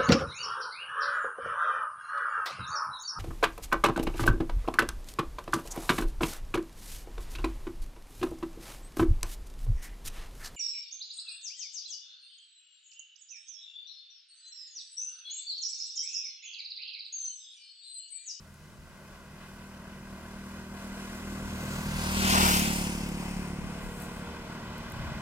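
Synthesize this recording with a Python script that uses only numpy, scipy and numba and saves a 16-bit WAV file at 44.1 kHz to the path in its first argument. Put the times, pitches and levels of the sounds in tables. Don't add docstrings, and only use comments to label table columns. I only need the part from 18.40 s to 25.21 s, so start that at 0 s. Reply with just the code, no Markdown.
import sys
import numpy as np
from scipy import signal
from scipy.fft import rfft, irfft, next_fast_len
from scipy.io import wavfile
from scipy.ndimage import uniform_filter1d, map_coordinates
from numba import njit

SR = 44100
rng = np.random.default_rng(int(sys.argv[2]) if len(sys.argv) > 2 else 0)


def put_to_file(sound):
    columns = np.atleast_2d(sound).T
    safe = np.clip(columns, -1, 1)
    whole_steps = np.round(safe * 32767)
    wavfile.write(sys.argv[1], SR, whole_steps.astype(np.int16))


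def to_linear_factor(level_db):
    exponent = np.asarray(level_db, float) / 20
    return 10 ** exponent


N = 300321
T = np.arange(N) / SR
SIZE = next_fast_len(N)
HZ = np.arange(SIZE // 2 + 1) * SR / SIZE + 1e-3

# frequency in Hz, left level in dB, right level in dB.
AHEAD_COLOUR = [(283, 12, 9), (468, -3, 2), (717, 11, 9), (860, 0.5, 3), (1300, 7.5, 4), (1970, -2, -3.5),
                (2780, -5, -3), (3500, -10.5, -8.5), (5130, -10, -10.5), (6500, -13.5, -12.5),
                (8500, -14, -15), (10000, -12, -28), (10700, -12.5, -20), (12000, -22, -42),
                (13800, -14.5, -51), (15700, -37, -46)]
# time in seconds, firing rate in Hz, roar level in dB.
THREE_WHEELER = [(0, 40.3, -72), (4.4, 40.54, -53), (5.0, 40.6, -52.5), (5.5, 39.87, -46.5),
                 (5.8, 39.65, -47), (6.1, 39.06, -45), (6.4, 38.33, -44.5), (6.6, 37.72, -42.5),
                 (6.81, 37.1, -42)]

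SPEED_M_S, PASSES_S, ASIDE_M = 13.6, 4.05, 2.66
ECHO_AHEAD = .6


def curves(table):
    s, *columns = np.transpose(table)
    return [np.interp(T, s, c) for c in columns]


def unit(x):
    return x / np.sqrt(np.mean(x ** 2))


def walk(rate):
    k = int(SR / rate)
    held = np.repeat(rng.standard_normal(N // k + 1), k)
    return 1.36 * uniform_filter1d(uniform_filter1d(held, k), k)[:N]


def across(table, column=1):
    table = np.array(table, float)
    return np.interp(np.log(HZ), np.log(table[:, 0]), table[:, column])


def high_pass(hz, slope=6):
    return 1 / np.sqrt(1 + (hz / HZ) ** (2 * slope))


@njit
def band_pass(x, hz, width):
    y, band, low = np.empty(len(x)), 0., 0.
    for i in range(len(x)):
        g, k = np.tan(np.pi * hz[i] / SR), width / hz[i]
        v = (band + g * (x[i] - low)) / (1 + g * (g + k))
        band, low, y[i] = 2 * v - band, low + 2 * g * v, k * v
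    return y


def lagged(left, right, lag_ms):
    late = map_coordinates(left, [np.arange(N) - lag_ms * SR / 1000], order=3, mode="nearest")
    return np.array([late, right])


def port_spectra():
    # frequency in Hz, share of the power common to both ports from 0 to 1.
    likeness = [(300, .995), (1000, .97), (1700, .93), (2500, .75), (4000, .5), (7000, .62), (9000, .35),
                (15000, .25)]
    like = np.clip(across(likeness), 0, 1)
    common, left, right = rfft(rng.standard_normal((3, SIZE)))
    return [np.sqrt(like) * common + np.sqrt(1 - like) * own for own in (left, right)]


def coloured(spectra, colour, band, echo=0., echo_ms=(1.92, 2.04)):
    ports = []
    for i, spectrum in enumerate(spectra):
        returned = echo / (1 + (HZ / 4000) ** 4)
        delayed = np.exp(-2j * np.pi * HZ * echo_ms[i] / 1000)
        gain = to_linear_factor(across(colour, column=1 + i)) * (1 + returned * delayed)
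        ports.append(irfft(spectrum * band * gain, SIZE)[:N])
    return unit(np.array(ports))


def thumps(cycles, order, db, scatter_db, shimmer_db, lift_db):
    log = np.zeros(33)
    log[:len(order) + 1] = np.log(to_linear_factor(np.r_[db[0], db]))
    log[len(order) + 1:] = np.log(to_linear_factor(db[-1] - 2.0))
    c = irfft(log)
    phase = rfft(np.r_[c[0], 2 * c[1:32], c[32], np.zeros(31)]).imag
    phase = phase + np.pi * 2 / 5
    size = to_linear_factor(scatter_db * rng.standard_normal(N // 500))[(cycles + .1).astype(int)]
    wave = 0
    for k, d in zip(np.round(order), db):
        level = to_linear_factor(d + lift_db(k) + shimmer_db * walk(9))
        wave = wave + level * np.cos(2 * np.pi * k * cycles + phase[int(k)])
    return np.sqrt(2) * uniform_filter1d(size, size=60) * wave


def path(late_s=0., aside_m=ASIDE_M):
    along = SPEED_M_S * (T - PASSES_S - late_s)
    return np.hypot(along, aside_m), np.degrees(np.arctan2(aside_m, -along))


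def heard_db(db, loss_db, beam_db, aim, half_width, rear_db):
    tree_m, tree_db_per_m = 45, 0.42
    rear_deg, rear_width_deg = 165.1, 2.2
    r, angle = path()
    spread = -loss_db * np.log10(r)
    beam = beam_db * np.exp(-((angle - aim) / half_width) ** 4)
    tree = -tree_db_per_m * np.clip(r - tree_m, 0, None)
    rear = rear_db * (1 + np.tanh((angle - rear_deg) / rear_width_deg)) / 2
    return db + spread + beam + tree + rear


def exhaust(bearing):
    # time in seconds, firing rate at the source in Hz, level in dB at 1 m before the levels
    # of the multiples, lift of the four lowest multiples in dB.
    engine = [(0, 38.56, -26, 7), (.45, 38.45, -26, 2), (.7, 37.53, -23.5, 0), (1.5, 37.38, -18.5, -1.5),
              (1.9, 37.4, -18, -1.5), (2.7, 37.78, -18, -4), (3.0, 37.7, -17, -1), (3.45, 37.87, -21, 2.5),
              (3.6, 37.07, -21, 2.5), (3.8, 37.06, -22.5, 2.5), (3.98, 37.4, -24.5, 2.5),
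              (4.1, 37.07, -28.5, 3), (4.25, 37.34, -23, 0), (4.4, 37.6, -22.5, 1.5),
              (4.55, 37.54, -21, 0.5), (5.1, 37.54, -19, 2), (5.8, 37.7, -19.5, 0.5),
              (6.3, 37.77, -22, -10), (6.81, 37.42, -24.5, 1)]
    # multiple of the firing rate, level in dB from the front, level in dB from behind.
    multiples = [(1, -9.5, -9), (2, -4, -8), (3, -11, -13), (4, -20.5, -8.5), (5, 0.5, 1), (6, -6.5, -2),
                 (7, -15.5, -10), (8, -20, -15.5), (9, -14, -14), (10, -18, -15), (11, -31, -22),
                 (12, -30, -25), (13, -18.5, -25), (14, -25, -22)]
    hz, db, low_db = curves(engine)
    r, angle = path(.03, 1.6)
    hz = hz / (1 - SPEED_M_S / 343 * np.cos(np.radians(angle)))
    db = db - 20 * np.log10(r)
    wheel_hz, wheel_wobble = 5.6, .006
    sway = wheel_wobble * (1 + .4 * walk(2)) * np.sin(2 * np.pi * wheel_hz * T)
    cycles = np.cumsum(hz * (1 + .003 * walk(12) + sway)) / SR
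    order, front_db, rear_db = np.transpose(multiples)
    lift = lambda k: low_db * (k < 4.5)
    front = thumps(cycles, order, front_db, 1.3, 1.5, lift)
    back = thumps(cycles, order, rear_db, 1.3, 1.5, lift)
    rear = np.clip(bearing / 2, 0, 1)
    return to_linear_factor(db) * ((1 - rear) * front + rear * back), cycles


def tyre_and_engine_noise(bearing, cycles):
    # level in dB at 1 m,
    # loss in dB for tenfold distance, lift within the side beam in dB, its aim and its half width in degrees
    # from straight ahead, change from behind in dB.
    parts = [(-27, 16.85, 6.3, 82, 44, -0.5), (-27.5, 20.8, 8.4, 83, 55, -5.5),
             (-17.5, 30.4, 1.9, 86, 53.3, -4.5), (-28, 27.6, 8.6, 110, 28, -4)]
    # frequency in Hz, left level in dB, right level in dB.
    abreast_colour = [(325, 1, 1), (523, -5.5, -5.5), (716, 4, 5.5), (1030, 6.5, 4), (1510, 0, 4),
                      (1990, -3.5, -10.5), (2720, 1.5, -4.5), (3800, -6, -10), (5500, -1.5, -7),
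                      (6600, -6, -1), (7700, -3.5, -2.5), (8900, -3, -7), (10600, -4, -8), (12000, 0.5, -9),
                      (14200, 3, -12), (16400, -2, -38)]
    behind_colour = [(314, -9.5, 5.5), (500, -3, -19), (725, -2.5, -0.5), (1090, -4.5, -7),
                     (1630, -6.5, -13.5), (2470, 4, -5), (2830, 3, -6), (4000, -11, -12), (5200, -8, -2.5),
                     (6460, -14, -4.5), (8150, -23, -3), (9150, -2.5, -5), (10500, -16, -14.5),
                     (12000, -18, -14), (13800, -8, -21), (15500, -14.5, -21)]
    low, high, top = high_pass(1860), high_pass(4590), high_pass(10280)
    roar = high_pass(264, slope=2.8) * np.sqrt(1 - low ** 2)
    bands = roar, low * np.sqrt(1 - high ** 2), high * np.sqrt(1 - top ** 2), top
    levels_db = [heard_db(*row) for row in parts]
    depths, flickers_db = (.06, .1, .12, .12), (.8, 1., 1.2, 1.4)
    beat = np.cos(2 * np.pi * cycles - 1.0)
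    gusty = 0.93 * walk(9)
    out = np.zeros((2, N))
    directions = (AHEAD_COLOUR, ECHO_AHEAD), (abreast_colour, .1), (behind_colour, .15)
    for k, (colour, echo) in enumerate(directions):
        share = np.sqrt(np.clip(1 - abs(bearing - k), 0, 1))
        spectra = port_spectra()
        for band, level_db, depth, flicker_db in zip(bands, levels_db, depths, flickers_db):
            level = to_linear_factor(level_db + flicker_db * (walk(21.88) + gusty)) * (1 + depth * beat)
            out = out + share * level * coloured(spectra, colour, band, echo=echo)
    return out


def phone_shadow(out, bearing):
    # bearing (0 ahead, 1 abreast, 2 behind), low dip in Hz, high dip in Hz, depth from 0 to 1
    dips = [(.1, 4400, 9000, .5), (.3, 4500, 9600, 0.97), (.6, 6500, 11490, .68), (1, 6600, 11000, 0.34),
            (1.4, 5840, 12000, .68), (1.95, 6600, 11580, 0.2)]
    at, *columns = np.transpose(dips)
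    low_hz, high_hz, depth = (np.interp(bearing, at, c) for c in columns)
    for dip_hz, width_hz in ((low_hz, 1900.), (high_hz, 2000.)):
        out[0] -= np.clip(depth, 0, .68) * band_pass(out[0], dip_hz, width_hz)
    for port, edge_hz in enumerate((1400., 1720.)):
        hollow = .55 * np.clip(bearing - .4, 0, 1)
        out[port] -= hollow * band_pass(out[port], np.full(N, edge_hz), 500.)
    return out


def motorcycle():
    side = ASIDE_M / path()[0]
    turn_ahead, turn_behind = 0.65, 1.1
    bearing = np.where(T < PASSES_S, side ** turn_ahead, 2 - side ** turn_behind)
    lag_far_ms, lag_abreast_ms = 0.048, 0.374
    lag_ms = lag_far_ms + (lag_abreast_ms - lag_far_ms) * side ** 0.88
    pipe, cycles = exhaust(bearing)
    out = pipe + tyre_and_engine_noise(bearing, cycles)
    return lagged(*phone_shadow(out, bearing), lag_ms)


def three_wheeler():
    # multiple of the firing rate, level in dB.
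    multiples = [(1, -12), (2, -2.5), (3, -6.5), (4, -11), (5, -16), (6, -3.5), (7, -15), (8, -12.5),
                 (9, -19), (10, -10), (11, -20), (12, -8.5)]
    # frequency in Hz, left level in dB, right level in dB.
    colour = [(302, 0, 2), (442, -12, -7.5), (700, 4, 5), (910, -2, 0), (1310, 4, -1), (2120, -9, -5),
              (3020, -7, -8.5), (3900, -17, -10), (5200, -12, -13.5), (6500, -22, -17), (8050, -16.5, -21),
              (9200, -25, -43), (10500, -26, -53), (12000, -24, -49), (13800, -24, -49), (15500, -28, -37)]
    hz, roar_db = curves(THREE_WHEELER)
    pipe_db = roar_db - 4.5
    hum_db = 4.5 + 10 * np.clip(hz - 39.46, None, 0)
    cycles = np.cumsum(hz * (1 + .003 * walk(20))) / SR
    pipe = thumps(cycles, *np.transpose(multiples), 1.2, 2.3, lambda k: hum_db * (k > 10.5))
    roar = coloured(port_spectra(), colour, high_pass(280, slope=5.9), echo=ECHO_AHEAD)
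    roar = roar * to_linear_factor(roar_db + 0.94 * walk(10)) * (1 + .1 * np.cos(2 * np.pi * cycles))
    return lagged(*(to_linear_factor(pipe_db) * pipe + roar), 0.1)


def jolts():
    # start in seconds, rough peak level in dB, ring in Hz.
    knocks = [(6.402, -34, 89.4), (6.534, -29.5, 100), (6.566, -32, 130), (6.597, -29.5, 140.4),
              (6.629, -31, 150), (6.656, -30, 79.4), (6.715, -30.5, 138.8), (6.769, -31, 148),
              (6.796, -32, 150)]
    out, t = np.zeros(N + 4000), np.arange(4000) / SR
    swell = t / 0.0047 * np.exp(1 - t / 0.0044)
    for s, db, hz in knocks:
        i = int(s * SR)
        out[i:i + 4000] += to_linear_factor(db) * np.sin(2 * np.pi * hz * t + 0.83) * swell
    return out[:N]


def rustle():
    # frequency in Hz, left level in dB, right level in dB.
    colour = [(5002, -22, -13), (7500, 0, 1), (9000, 4, -2), (10500, -4, -8), (12000, -9, -16),
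              (13700, 3, -22), (15550, -13, -15.5)]
    peak_s, rise_s, fall_s = 5.614, 0.24, 0.23
    swell = np.exp(-((T - peak_s) / np.where(T < peak_s, rise_s, fall_s)) ** 2)
    return swell * to_linear_factor(-54.5 + 2.0 * walk(24.93)) * coloured(port_spectra(), colour, 1.)


def ticks():
    # start in seconds, peak level in dB midway between the ports, left minus right in dB,
    # centre in Hz.
    grit = [(.142, -47, 5, 8500), (2.477, -44, 0, 11000), (3.5, -43, 2, 12000), (4.33, -28, 4, 12500),
            (4.689, -34, -4, 9000), (5.434, -48, 6, 13500), (5.601, -39, 6, 11500), (5.622, -36, 8, 10800),
            (6.381, -40, 3, 11500), (6.501, -43, 2, 12000), (6.52, -38.5, 7, 11500), (6.524, -44, 1, 12000)]
    out, n = np.zeros((2, N)), np.arange(800)
    fade = np.exp(-n / (.0007 * SR)) + .25 * np.exp(-n / (.004 * SR))
    for (s, db, pan_db, hz), noise in zip(grit, rng.standard_normal((len(grit), 800))):
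        crack = band_pass(noise * fade, np.full(800, 1. * hz), 7000.)
        i = int(s * SR)
        port_db = db + np.array([[pan_db], [-pan_db]]) / 2
        out[:, i:i + 800] += crack / abs(crack).max() * to_linear_factor(port_db)
    return out


def rumble():
    # level in dB at 1 m, loss in dB for tenfold distance,
    # change within a beam in dB (below 0 is a cut), the beam's aim and half width in degrees from ahead,
    # change from behind in dB.
    low_parts = [(-35.5, 12.9, -11, 88, 56, 0), (-55, 0.93, 15, 23, 12, 0)]
    # frequency in Hz, level in dB.
    broad_colour = [(20, 1), (40, 12.5), (80, -0.5), (120, 3.5), (170, 7), (250, -4), (400, -6), (600, -48)]
    boom_colour = [(90, -34), (125, -4), (150, 9.5), (175, -3.5), (230, -34.5)]
    broad, boom = (to_linear_factor(heard_db(*row)) for row in low_parts)
    broad = np.hypot(broad, to_linear_factor(curves(THREE_WHEELER)[1] - 6.5))
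    out = np.zeros(N)
    for gain, colour in ((broad, broad_colour), (boom, boom_colour)):
        spectrum = rfft(rng.standard_normal(SIZE)) * to_linear_factor(across(colour)) * high_pass(12)
        out += gain * to_linear_factor(walk(5.6)) * unit(irfft(spectrum, SIZE)[:N])
    return out


def wind():
    # middle in seconds, length in seconds, level in dB, frequency in Hz above which it fades.
    puffs = [(0.425, 0.18, -55, 71), (3.063, 0.042, -50, 120), (3.552, 0.049, -45, 70),
             (3.803, 0.064, -43, 70), (3.913, .05, -41, 70), (4.159, .12, -51, 70), (5.25, 0.078, -43, 119),
             (5.46, 0.068, -44.5, 120), (6.68, 0.22, -45, 70)]
    white = rfft(rng.standard_normal((2, SIZE))) * high_pass(27, slope=1.6)
    soft = lambda hz: unit(irfft(white / (1 + (HZ / hz) ** 4.6), SIZE)[:, :N])
    out = to_linear_factor(-66 + 1.7 * walk(6.2)) * soft(66.0)
    for s, length, db, hz in puffs:
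        a, b = max(int((s - 2 * length) * SR), 0), int((s + 2 * length) * SR)
        swell = np.exp(-(2 * (T[a:b] - s) / length) ** 2)
        out[:, a:b] += to_linear_factor(db) * swell * soft(hz)[:, a:b]
    return out


def fields():
    return to_linear_factor(-64.5 + 0.56 * walk(3.2)) * coloured(port_spectra(), AHEAD_COLOUR, high_pass(4200, slope=2.5))


def scene():
    return motorcycle() + three_wheeler() + jolts() + rustle() + ticks() + rumble() + wind() + fields()


def band_limit(x):
    return signal.sosfilt(signal.butter(12, 15950, fs=SR, output="sos"), x)


def record(dry):
    low_pass = signal.ellip(8, .2, 70, 15850, fs=SR, output="sos")
    mix = signal.sosfilt(low_pass, dry)
    return band_limit(mix)


dry = scene()
out = record(dry)
put_to_file(out)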